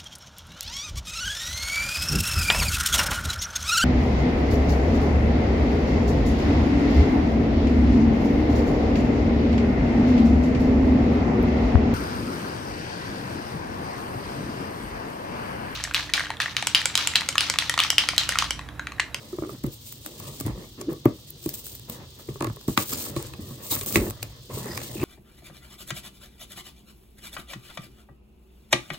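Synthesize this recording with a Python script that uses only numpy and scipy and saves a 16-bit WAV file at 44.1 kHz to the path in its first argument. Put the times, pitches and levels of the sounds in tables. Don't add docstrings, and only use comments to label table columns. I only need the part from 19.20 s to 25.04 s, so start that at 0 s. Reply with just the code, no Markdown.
import sys
import numpy as np
from scipy import signal
from scipy.fft import rfft, irfft, next_fast_len
from scipy.io import wavfile

SR = 44100
rng = np.random.default_rng(int(sys.argv[2]) if len(sys.argv) > 2 else 0)


def to_wav(s):
    ch = np.atleast_2d(s).T
    pcm = np.round(np.clip(ch, -1, 1) * 32767)
    wavfile.write(sys.argv[1], SR, pcm.astype(np.int16))


N = 257544

# start in seconds, level in dB, pitch in Hz before the sag of hard pops,
# boom of the whole box and rattle of the wall, both in dB relative to the level before the trims.
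KNOCKS = [(0.127, -30.5, 350, -4, -12), (0.1833, -24, 361, 2, -9.5), (0.2204, -23.5, 340, -29, -11.5),
          (0.2332, -24, 336, -17, -8), (0.245, -38, 340, -10, 2), (0.291, -35.5, 403, 8, 3),
          (0.4401, -19.5, 259, 4, -19), (0.47, -29.5, 340, 7, -34), (0.863, -42, 303, 4, -12),
          (1.207, -28.5, 279, 6, -9.5), (1.263, -26, 303, -10, -11), (1.293, -28.5, 200, 6, -16),
          (1.612, -37, 350, 2, -1), (1.703, -35, 252, 0, -2.5), (1.731, -35, 366, -8, -7),
          (1.8563, -3, 369, -28, -20), (2.259, -19, 318, -2, -19), (2.271, -28, 288, -4, -31),
          (2.694, -33.5, 208, -27, -10), (3.086, -28, 363, -8, -12.5), (3.155, -35.5, 400, 5, -2.5),
          (3.2073, -24, 314, -5, -0.5), (3.225, -25, 337, -19, 0), (3.246, -27.5, 314, -12, 2),
          (3.2705, -25, 335, 3, -8), (3.297, -33, 207, 11, -2.5), (3.366, -44.5, 410, 4, 7.5),
          (3.481, -14.5, 291, -4, -15), (3.494, -23, 260, 0, -27), (3.578, -21.5, 270, -25, -14),
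          (3.727, -28, 258, -5, -14), (3.963, -23, 336, 7, -2), (4.189, -29, 210, -6, -26),
          (4.198, -38, 304, -8, -24), (4.306, -35, 236.6, -1, -7), (4.521, -28, 314, -9, -7),
          (4.563, -33, 250, 9, -6), (4.613, -37, 401, 0, -3), (4.757, -13, 370, 5, -11),
          (4.769, -16, 352, 4.5, -10), (4.79, -26, 200, 3, -11), (5.297, -38.5, 400, -8, -18),
          (5.37, -31.5, 435, -26, -11), (5.456, -32, 403, -10, -7), (5.492, -34, 358, -8, -10),
          (5.753, -28.5, 335, -5, -31), (5.829, -26.5, 345, -8, -4)]
# break in seconds, level in dB, pitch in Hz, t60 in seconds,
# level an octave above the pitch in dB.
SNAPS = [(1.002, -32.5, 955, 0.014, -15), (1.28, -29.5, 940, 0.015, -9), (1.8554, -13, 760, 0.011, -17),
         (3.0876, -30, 700, 0.01, -17), (3.2077, -21, 1070, 0.016, -16), (3.2249, -24, 1090, 0.012, -9),
         (3.245, -18.5, 1080, 0.0087, -13.5), (3.2702, -24.5, 1090, 0.011, -12),
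         (3.5757, -4, 1170, 0.016, -6), (3.864, -33, 1470, 0.019, -28), (3.964, -25.5, 1010, 0.019, 8),
         (4.136, -31, 910, 0.021, 3), (4.565, -26, 1050, 0.027, -9), (4.613, -30, 3360, 0.029, -19),
         (4.7577, -3, 2360, 0.013, -11), (5.028, -20, 2830, 0.011, -13), (5.576, -19, 1490, 0.015, -8),
         (5.563, -38, 1800, 0.014, -7), (5.603, -33, 1600, 0.014, -9), (5.616, -31, 1090, 0.021, -1),
         (5.815, -32, 1250, 0.018, -8), (5.83, -29, 1250, 0.022, -8)]
# start,
# length and rise in seconds, hiss level in dB, lift of the treble in dB.
STROKES = [(0.0, 0.33, 0.022, -44.5, -5), (0.51, 0.045, 0.011, -51.5, 6.5), (0.59, 0.23, 0.02, -45.5, 2.5),
           (0.792, 0.4, 0.075, -41.5, -4.5), (1.164, 0.14, 0.029, -44.5, -15),
           (1.353, 0.092, 0.033, -44, -8), (1.683, 0.026, 0.024, -45, 6), (2.193, 0.12, 0.087, -39, 2.5),
           (2.332, 0.02, 0.0046, -40, 11), (2.36, 0.035, 0.011, -43.5, 7.5), (2.436, 0.13, 0.019, -40, 4),
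           (2.686, 0.047, 0.012, -38.5, -1), (2.987, 0.018, 0.015, -43, 2), (3.082, 0.012, .01, -42, -5),
           (3.478, 0.051, .005, -37.5, 0), (3.574, 0.046, 0.0037, -28, 3), (3.652, 0.25, 0.072, -33.5, 3.5),
           (3.951, 0.12, 0.015, -38, -16), (4.202, 0.2, 0.011, -48, 3.5), (4.405, 0.13, 0.054, -40.5, 9),
           (4.497, 0.044, 0.015, -30, 9), (4.562, 0.034, .01, -35.5, 7), (4.612, 0.021, 0.0054, -36.5, 8.5),
           (4.661, 0.047, .005, -40.5, 16), (4.697, 0.064, 0.062, -23.5, 2), (4.78, 0.1, 0.017, -39.5, 7.5),
           (5.289, 0.62, 0.036, -37.5, -2), (5.517, 0.75, 0.034, -39.5, -4)]
# frequency in Hz, level in dB, t60 in seconds.
BOX = [(57.7, -7, 0.083), (105, 1.5, 0.048), (136.3, 1, 0.11), (201.6, -5.5, 0.094), (291.7, -5.5, 0.043),
       (348.8, -3.5, 0.048), (478, -7, 0.027), (581, -2.5, 0.03), (984, -4, 0.01), (1122, -4.5, 0.024),
       (1256, -8.5, 0.019), (1770, -8.5, 0.015), (2075, -9.5, 0.017), (2690, -11, 0.0085)]
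# frequency in Hz, side relative to mid in dB.
WIDTH = [(60, -16), (200, -16), (380, -18.5), (650, -1), (1200, -4.5), (2400, 3), (16000, -8)]
TICK_T60_S = 0.01


def amp(db):
    return 10 ** (np.asarray(db) / 20)


def rms_one(x):
    return x / np.sqrt(np.mean(x ** 2) + 1e-20)


def at_hz(points, hz):
    f, values = np.transpose(points)
    return np.interp(np.log(np.maximum(hz, 1)), np.log(f), values)


def fade(t, t60):
    return np.exp(-np.log(1000) * t / max(t60, 1e-3))


def add(track, s, sound):
    i = min(max(round(s * SR), 0), N)
    track[..., i:i + sound.shape[-1]] += sound[..., :N - i]


def colour(x, spectrum):
    size = 2 * next_fast_len(x.shape[-1] // 2 + 2048)
    gains = amp(at_hz(spectrum, np.fft.rfftfreq(size, 1 / SR)))
    cepstrum = irfft(np.log(gains))
    cepstrum[1:size // 2] *= 2
    cepstrum[size // 2 + 1:] = 0
    response = np.exp(rfft(cepstrum))
    return irfft(rfft(x, size) * response)[..., :x.shape[-1]]


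def drift(rate):
    knots = rng.standard_normal(N // 40)
    return np.interp(np.arange(N) / SR * rate, np.arange(len(knots)), knots)


def fracture(t, lead_s, build_db, build_t60):
    return (t < lead_s) * amp(build_db) * fade(np.abs(lead_s - t), build_t60)


def effort(length_s, rise_s, ease_db_per_s, release_t60):
    t = np.arange(SR) / SR
    rise = np.minimum(t / max(rise_s, 1e-3), 1)
    return rise * amp(-ease_db_per_s * t) * fade(np.maximum(t - length_s, 0), release_t60)


def delayed(x, count):
    return np.pad(x, (count, 0))[:len(x)]


def left_right(mid, side):
    return np.array([mid + side, mid - side])


def diffuse(size):
    mid, side = rng.standard_normal((2, size))
    return left_right(mid, colour(side, WIDTH))


def from_seam(mid, side, bounce=0.013):
    # frequency in Hz, side relative to mid in dB.
    seam_width = [(2000, -4), (4500, 0.5), (8000, -5.5), (16000, -54)]
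    # frequency in Hz, left minus right in dB.
    seam_balance = [(2200, 0), (4000, -2.5), (6000, 4), (9000, -0.5), (16000, 2)]
    # frequency in Hz, lag of the left port in radians.
    port_phase = [(400, 0), (3700, 3.1), (7000, 4.9), (8000, 6.3), (8700, 6.4), (10400, 9.35), (11900, 9.5),
                  (13700, 12.5), (15000, 12.6), (16000, 14)]
    bounce_s = 0.001
    channels = left_right(mid, colour(side, seam_width))
    left, right = (x - bounce * delayed(x, round(bounce_s * SR)) for x in channels)
    size = 2 * next_fast_len(N // 2 + 2048)
    lag = at_hz(port_phase, np.fft.rfftfreq(size, 1 / SR))
    left = irfft(rfft(left, size) * np.exp(-1j * lag))[:N]
    left = colour(left, [(hz, db / 2) for hz, db in seam_balance])
    right = colour(right, [(hz, -db / 2) for hz, db in seam_balance])
    return np.array([left, right])


def slips(per_s, spread_db, clump_db, clump_rate):
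    born = rng.random((2, N)) < per_s / SR
    sizes = amp(spread_db * np.clip(rng.standard_normal((2, N)), -2, 2))
    signs = rng.choice([-1, 1], (2, N))
    clumps = amp(clump_db * np.clip(drift(clump_rate), -2, 2))
    return rms_one(born * sizes * signs * clumps)


def sliding_ring(drive, hz, t60):
    detune, detunes_per_s = 0.03, 14
    pitch = hz * (1 + detune * drift(detunes_per_s)[:drive.shape[-1]])
    turn = np.exp(2j * np.pi * np.cumsum(pitch) / SR)
    ring = signal.lfilter([1], [1, -fade(1 / SR, t60)], drive * np.conj(turn) + 1e-18)
    return np.imag(turn * ring)


def background(level_db=-53.0):
    # frequency in Hz, gain in dB.
    air = [(20, -2.5), (60, 10), (130, -6.5), (250, 1.5), (500, -13.5), (1000, -16.5), (2300, -23.5),
           (3300, -6.5), (4500, -7), (7000, -14.5), (10000, -63), (16000, -69)]
    return amp(level_db) * rms_one(colour(diffuse(N), air))


def room(x, t60=0.2, wet_db=-18.5, first_s=0.0066):
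    t = np.arange(SR // 2) / SR
    tail = diffuse(len(t)) * fade(t, t60) * (t > first_s)
    tail = tail / np.sqrt(np.sum(tail ** 2) / 2)
    tail = colour(tail, [(400, 6.5), (1500, 7.0), (8000, 2.0)])
    return amp(wet_db) * signal.fftconvolve(x, tail, axes=-1)[:, :N]


def box_drive():
    # start, length and rise
    # in seconds, then sway of the box, drone of the flap and rasp of the wall, each in dB.
    drags_and_shudder = [(0.0, 0.29, 0.005, -54, -51, -58), (0.18, 0.17, 0.087, -49, -46.5, -55),
                         (0.436, 0.015, 0.0051, -31, -34, -49), (0.847, 0.48, 0.017, -68, -48, -60.5),
                         (0.983, 0.11, 0.068, -41, -48, -50), (1.244, 0.054, .018, -32, -36.5, -44.5),
                         (1.343, 0.098, 0.013, -45, -43.5, -53), (1.569, 0.049, 0.02, -46.5, -46, -52),
                         (1.668, 0.05, 0.015, -41.5, -35.5, -51), (2.283, 0.11, .02, -68, -55.5, -59),
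                         (2.455, 0.1, 0.023, -72, -60, -65.5), (2.673, 0.16, 0.021, -48, -47.5, -52.5),
                         (2.944, 0.06, 0.058, -55, -53.5, -54), (3.08, 0.032, 0.0063, -37.5, -42, -57.5),
                         (3.197, 0.056, 0.01, -41, -41, -64), (3.477, 0.013, 0.0094, -33, -33, -48),
                         (3.679, 0.38, 0.036, -44.5, -40.5, -49.5), (3.935, 0.23, .01, -43.5, -53, -55.5),
                         (4.183, 0.27, 0.0096, -46.5, -47.5, -56.5), (4.386, 0.14, 0.057, -54, -51, -52),
                         (4.499, 0.076, 0.017, -43, -46.5, -46.5), (4.601, 0.036, 0.0092, -40, -51, -52),
                         (4.661, 0.14, .01, -42, -41, -47.5), (4.734, 0.15, .01, -39, -36, -44),
                         (4.876, 0.31, .02, -43.5, -65, -58), (5.291, 0.36, .008, -42.5, -41.5, -49.5),
                         (5.636, 0.12, 0.033, -47, -47, -49.5), (5.75, 0.22, 0.12, -30, -30.5, -41.5)]
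    # Sway, drone and rasp in dB under the resting hand.
    resting_db = (-52.5, -59, -70.5)
    # Sway, drone and rasp in dB relative to the knock or snap that sets the box shuddering.
    knock_shudder_db = (-22.5, -23.5, -62)
    snap_shudder_db = (-26.5, -23.5, -30.5)
    ease_db_per_s, release_t60_s = 10, 0.17
    shudder_rise_s, shudder_t60_s = 0.0026, 0.2
    power = np.outer(amp(resting_db) ** 2, np.ones(N))
    for s, length_s, rise_s, *db in drags_and_shudder:
        shape = effort(length_s, rise_s, ease_db_per_s, release_t60_s)
        add(power, s, np.outer(amp(db), shape) ** 2)
    shudder = effort(shudder_rise_s, shudder_rise_s, 0, shudder_t60_s)
    for blows, shudder_db in (KNOCKS, knock_shudder_db), (SNAPS, snap_shudder_db):
        for s, db, *_ in blows:
            add(power, s, np.outer(amp(db) * amp(shudder_db), shudder) ** 2)
    return np.sqrt(power)


def box_rubbing(sway_db=-3.0, drone_db=-0.5, rasp_db=0.0):
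    patchy_db, patches_per_s = 2.5, 22
    sway, drone, rasp = box_drive() * amp([sway_db, drone_db, rasp_db])[:, None]
    skin = slips(per_s=2500, spread_db=2.0, clump_db=0.44, clump_rate=100)
    nail = slips(per_s=770, spread_db=0.0, clump_db=2.5, clump_rate=130)
    out = np.zeros((2, N))
    for hz, mode_db, t60 in BOX:
        if hz < 180:
            level, (mid, side) = sway, skin
        elif hz < 550:
            level, (mid, side) = drone, skin
        else:
            level, (mid, side) = rasp, nail
        drive = left_right(mid, side * amp(at_hz(WIDTH, hz)))
        patches = amp(mode_db + patchy_db * drift(patches_per_s))
        out = level * patches * rms_one(sliding_ring(drive, hz, t60)) - out
    return out


def groans_and_shoves():
    # start, length and rise in seconds, level in dB, first and last pitch in Hz.
    groan_rows = [(0.13, 0.019, 0.0046, -34, 365, 347), (0.245, 0.032, .005, -40, 346, 358),
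                  (0.316, 0.036, 0.0074, -44.5, 400, 253), (1.298, 0.047, 0.013, -39, 62, 50),
                  (1.574, 0.056, 0.023, -38.5, 322, 361), (1.636, 0.046, .005, -42, 340, 313),
                  (1.674, 0.029, 0.0048, -29, 342, 325), (1.711, 0.037, .008, -42, 292, 427),
                  (1.764, 0.0081, .004, -40.5, 310, 310), (3.213, 0.1, 0.0067, -35, 118.3, 105),
                  (4.769, 0.05, .01, -32, 56, 46), (4.775, 0.034, 0.0062, -29.5, 165, 218),
                  (4.812, .025, 0.0069, -29.5, 400, 344), (4.843, 0.0304, .008, -37.5, 402, 360),
                  (4.874, 0.017, 0.0046, -29.5, 345, 375), (5.321, 0.025, .015, -32, 121, 85.5),
                  (5.783, 0.054, 0.056, -32, 319, 341)]
    pitch_wander, wobble_db, wobbles_per_s, release_t60_s = 0.11, 4.5, 210, 0.034
    out, t = np.zeros(N), np.arange(SR // 2) / SR
    for s, length_s, rise_s, db, first_hz, last_hz in groan_rows:
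        wander, wobble = (drift(wobbles_per_s)[:len(t)] for _ in range(2))
        pitch = np.interp(t, [0, length_s], [first_hz, last_hz]) * (1 + pitch_wander * wander)
        swing = rms_one(amp(wobble_db * wobble) * np.sin(2 * np.pi * np.cumsum(pitch) / SR))
        add(out, s, amp(db) * effort(length_s, rise_s, 0, release_t60_s)[:len(t)] * swing)
    return out


def flexes(rise_s=0.0047, crush=0.44, sag=0.0041, level_db=0.0):
    gentle_db, gentle_t60_s = -27.5, 0.045
    out, t = np.zeros(N), np.arange(SR // 4) / SR
    for s, db, hz, _, _ in KNOCKS:
        force = db - gentle_db
        swell = np.sin(np.pi / 2 * np.minimum(t / rise_s, 1)) ** 2
        decay = fade(np.maximum(t - rise_s, 0), gentle_t60_s * amp(-crush * force))
        pitch = hz * (1 - sag * max(force, 0))
        add(out, s, amp(db + level_db) * swell * decay * np.sin(2 * np.pi * pitch * t))
    return out


def bumps(count=24):
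    # start and length in seconds, level in dB.
    runs = [(1.019, .13, -40), (3.701, 0.18, -38), (4.512, .06, -39), (4.665, .08, -33), (5.297, .33, -33),
            (5.79, .05, -31)]
    per_s, spread_db = 45, 3.5
    boom_db, wall_db = -11, -11
    rows = []
    for s, length_s, db in runs:
        gaps = rng.uniform(.3, 1.7, count) / per_s
        delays = np.cumsum(gaps) - gaps[0]
        sizes = db + spread_db * np.clip(rng.standard_normal(count), -2, 1)
        for delay, size in zip(delays, sizes):
            if delay < length_s:
                rows.append((s + delay, size, boom_db, wall_db))
    return rows


def box_knocks(boom_db=-5.0, flap_db=-3.5, wall_db=10.0, top_db=-5.0):
    # time in seconds, pitch ratio.
    wall_tuning = [(0.24, 1.07), (0.29, 1.06), (3.2, 0.98)]
    detune_spread = 0.018
    out, t = np.zeros((2, N)), np.arange(SR // 8) / SR
    hz, mode_db, t60 = np.transpose(BOX)
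    senses = (-1) ** np.arange(len(hz))[:, None]
    decays = np.array([fade(t, each) for each in t60]) * senses
    chance = rng.standard_normal((N // 1000, 3, len(hz)))
    blows = [(s, db, boom, wall) for s, db, _, boom, wall in KNOCKS] + bumps()
    for (s, db, boom, wall), (strength, lean, detune) in zip(blows, chance):
        push = at_hz([(120, boom + boom_db), (330, flap_db), (1100, wall + wall_db), (2200, wall + top_db)], hz)
        grip = np.where(hz > 800, np.interp(s, *np.transpose(wall_tuning)), 1)
        pitches = hz * grip * (1 + detune_spread * detune)
        modes = decays * np.sin(2 * np.pi * np.outer(pitches, t))
        pan = left_right(0.54, lean * amp(at_hz(WIDTH, hz)) / 2)
        gains = amp(db + mode_db + push + 2 * strength) * pan
        add(out, s + 0.002237, gains @ modes)
    return out


def nail_drive():
    resting_hiss_db, resting_lift_db = -51.5, -0.5
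    ease_db_per_s, release_t60_s = 8, 0.15
    waver_db, waver_per_s = 2.5, 25
    power = np.zeros((2, N))
    for s, length_s, rise_s, db, lift_db in STROKES:
        shape = effort(length_s, rise_s, ease_db_per_s, release_t60_s)
        add(power, s, np.outer(amp([db, db + lift_db]), shape) ** 2)
    resting = amp([[resting_hiss_db], [resting_hiss_db + resting_lift_db]])
    return np.sqrt(power + resting ** 2) * amp(waver_db * drift(waver_per_s))


def scratching(level_db=-1.0, grit_db=-10.0, sizzle_hz=9000):
    # frequency in Hz, gain in dB.
    fibre_colour = [(600, -39), (2000, -10), (2800, -0.5), (3600, 0.5), (5600, -0.5), (7300, 3.5),
                    (8400, 2.5), (9600, 3.5), (12000, 2), (16000, 8.5)]
    hiss, sizzle = nail_drive()
    fine = slips(per_s=8000, spread_db=6.5, clump_db=2.5, clump_rate=120)
    coarse = slips(per_s=160, spread_db=3.5, clump_db=1.5, clump_rate=40)
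    t = np.arange(SR // 200) / SR
    splinter = rng.standard_normal((2, len(t))) * fade(t, 0.0052)
    grit = rms_one(signal.fftconvolve(coarse, splinter, axes=-1)[:, :N])
    plucks = fine + amp(grit_db) * grit
    fibres = rms_one(colour(from_seam(*plucks), fibre_colour))
    board = signal.sosfilt(signal.butter(1, sizzle_hz, fs=SR, output="sos"), fibres)
    return amp(level_db) * (hiss * board + sizzle * (fibres - board))


def rasps(side_db=-9.0):
    # start, length and rise in seconds, level in dB, resonance and width in Hz.
    rasp_rows = [(3.715, 0.019, 0.01, -41.5, 1270, 87), (3.715, 0.036, .012, -40, 5100, 500),
                 (3.712, 0.05, 0.011, -41.5, 7250, 190), (4.509, 0.024, 0.011, -36.5, 3900, 280),
                 (4.507, 0.032, 0.011, -43, 1000, 210), (5.295, 0.214, 0.0074, -50, 993, 93),
                 (5.41, 0.13, 0.015, -50, 1860, 230), (6, .2, 0.073, -52, 4300, 250),
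                 (5.48, 0.096, 0.018, -47, 5000, 200), (5.755, .09, 0.04, -44.5, 2550, 210)]
    release_t60_s = 0.039
    out = np.zeros((2, N))
    chatter = slips(per_s=380, spread_db=3.5, clump_db=4.0, clump_rate=120)
    for s, length_s, rise_s, db, hz, width_hz in rasp_rows:
        drive = np.roll(chatter, -round(s * SR), axis=-1)[:, :SR]
        ring_t60 = np.log(1000) / (np.pi * width_hz)
        mid, side = rms_one(sliding_ring(drive, hz, ring_t60))
        shape = effort(length_s, rise_s, 0, release_t60_s)
        add(out, s, amp(db) * shape * left_right(mid, amp(side_db) * side))
    return out


def catches(count=12):
    per_s, catch_db, spread_db = 12, 3.5, 0.5
    rows = []
    for s, length_s, _, db, lift_db in STROKES:
        delays = np.cumsum(rng.exponential(1, count)) / per_s
        sizes = db + catch_db - spread_db * rng.standard_normal(count)
        for delay, size in zip(delays, sizes):
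            if delay < length_s:
                rows.append((s + delay, size, lift_db, TICK_T60_S))
    return rows


def rips(count=24):
    # start and length in seconds, level in dB, lift of the treble in dB.
    rip_rows = [(3.589, .048, -25.5, -2), (3.697, .055, -24, -3), (3.753, .135, -26, -1),
                (4.507, .042, -25, -4), (4.672, .075, -31, -3), (4.771, .04, -22, -12),
                (5.431, .19, -30.5, -11), (5.814, .026, -27.5, 0)]
    cracks_per_s, spread_db = 105, 4
    rows = []
    for s, length_s, db, lift_db in rip_rows:
        gaps = rng.uniform(.35, 1.65, count) / cracks_per_s
        delays = np.cumsum(gaps) - gaps[0]
        sizes = db + spread_db * np.clip(rng.standard_normal(count), -2, 1)
        for delay, size in zip(delays, sizes):
            if delay < length_s:
                rows.append((s + delay, size, lift_db, TICK_T60_S))
    return rows


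def ticks(level_db=3.0, crack_t60=0.0034, after_db=2.5, build_db=-9.5, build_t60=0.034, top_hz=10500):
    # break in seconds,
    # level in dB before the trim, lift of the treble in dB, t60 in seconds of the fibres that follow.
    tick_rows = [(0.303, -43, 7, .016), (0.438, -28.5, 3.5, .016), (0.4643, -30.5, 7, 0.018),
                 (0.5317, -37, 7, .016), (0.7248, -29, 3.5, 0.017), (0.862, -19, -1, 0.013),
                 (1, -26.5, 0, 0.014), (1.2005, -21, -2, 0.024), (1.209, -21.5, -1, 0.021),
                 (1.2638, -21.5, -5, .02), (1.272, -31, -4, .016), (1.6129, -20, -13, 0.024),
                 (1.7308, -32.5, 7, 0.0092), (1.856, -31, 11, .012), (2.1046, -38.5, 17.5, .012),
                 (2.242, -31, 5, .005), (2.2606, -21.5, -3, .016), (2.2918, -18, 3.5, 0.0066),
                 (2.3402, -24, 2.5, .016), (2.467, -27, 5.5, 0.015), (2.551, -30.5, 6, .01),
                 (2.5965, -35, 8, .005), (2.6983, -24.5, 6, 0.017), (3.207, -20.5, -16, .008),
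                 (3.2238, -21, -13, .007), (3.245, -15.5, -11, 0.0038), (3.2693, -24, -8, .006),
                 (3.3, -34, -11, .008), (3.362, -32, -1, .008), (3.412, -30, -5, 0.011),
                 (3.48, -23.5, -2, 0.019), (3.575, -18, 5, 0.009), (3.727, -25, 2, 0.016),
                 (3.734, -16, 0, 0.013), (3.963, -30, 2, .006), (4.0262, -22.5, 2, 0.0082),
                 (4.512, -21, 1, 0.025), (4.526, -17.5, 2, 0.018), (4.5527, -16.5, 6, 0.0076),
                 (4.5615, -22, 7, .008), (4.6118, -15.5, -13, 0.013), (4.648, -30, 3, .005),
                 (4.6618, -18.5, 3, 0.0065), (4.748, -18, 0, 0.011), (4.7586, -8.5, -3, .018),
                 (4.771, -18, -7, .018), (4.9003, -22.5, 1, .009), (4.9075, -18, -2, 0.0086),
                 (5.0292, -18, -1.5, 0.019), (5.576, -23, -2, .012)]
    # frequency in Hz, gain in dB.
    crackle = [(400, -12), (1500, -17.5), (3000, -19.5), (5000, -17.5), (8500, -13.5), (16000, -7.5)]
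    strength, t = np.zeros((2, N)), np.arange(SR // 10) / SR
    lead_s = .01
    since = np.maximum(t - lead_s, 0)
    for s, db, lift_db, t60 in tick_rows + catches() + rips():
        crack = (t >= lead_s) * (fade(since, crack_t60) + amp(after_db) * fade(since, t60))
        shape = crack + fracture(t, lead_s, build_db, build_t60)
        add(strength, s - lead_s, np.outer(amp([db, db + lift_db]), shape))
    tearing = np.zeros((2, N))
    for kind, part in zip(("low", "high"), strength):
        band = signal.butter(4, top_hz, kind, fs=SR, output="sos")
        tearing += signal.sosfilt(band, part * rng.standard_normal((2, N)))
    return amp(level_db) * colour(from_seam(*tearing), crackle)


def snaps(level_db=0.0, side_db=-2.5, low_db=-10.5, high_db=0.0, top_db=-27.0, build_db=-25.5, build_t60=0.046):
    # frequency in Hz, gain in dB.
    board = [(850, 0), (1130, 6), (1480, -5.5), (1900, 0.5), (2620, 3.5), (3080, -6.5), (3750, 2),
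             (4650, -0.5), (5700, -5), (7400, 3)]
    out, t = np.zeros((2, N)), np.arange(SR // 10) / SR
    lead_s = .01
    for s, db, hz, t60, octave_db in SNAPS:
        patch = [(hz / 10, -24), (hz / 2, low_db), (hz, 0), (hz * 2, octave_db),
                 (hz * 4, high_db + 1.26 * octave_db), (16000, top_db + 1.76 * octave_db)]
        burst = (t >= lead_s) * fade(np.abs(t - lead_s), t60)
        shape = burst + fracture(t, lead_s, build_db, build_t60)
        tearing = colour(colour(rng.standard_normal((2, len(t))) * shape, patch), board)
        mid, side = (rms_one(x) * np.sqrt(np.mean(shape ** 2)) / 2 for x in tearing)
        add(out, s - lead_s, amp(db + level_db) * left_right(mid, amp(side_db) * side))
    return out


def scene():
    box = flexes() + groans_and_shoves() + box_knocks() + box_rubbing()
    box = box + scratching() + rasps() + ticks() + snaps()
    return box + room(box) + background()


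def record(dry):
    # frequency in Hz, gain in dB.
    microphone = [(20, -26), (45, 3), (9500, 1), (11000, 3.5), (13000, 1.5), (15800, -2)]
    cutoff_hz = 15750
    sound = colour(dry, microphone)
    sound = sound / (1 + (sound / .8) ** 6) ** (1 / 6)
    return signal.sosfilt(signal.ellip(10, .1, 80, cutoff_hz, fs=SR, output="sos"), sound)


dry = scene()
out = record(dry)
to_wav(out)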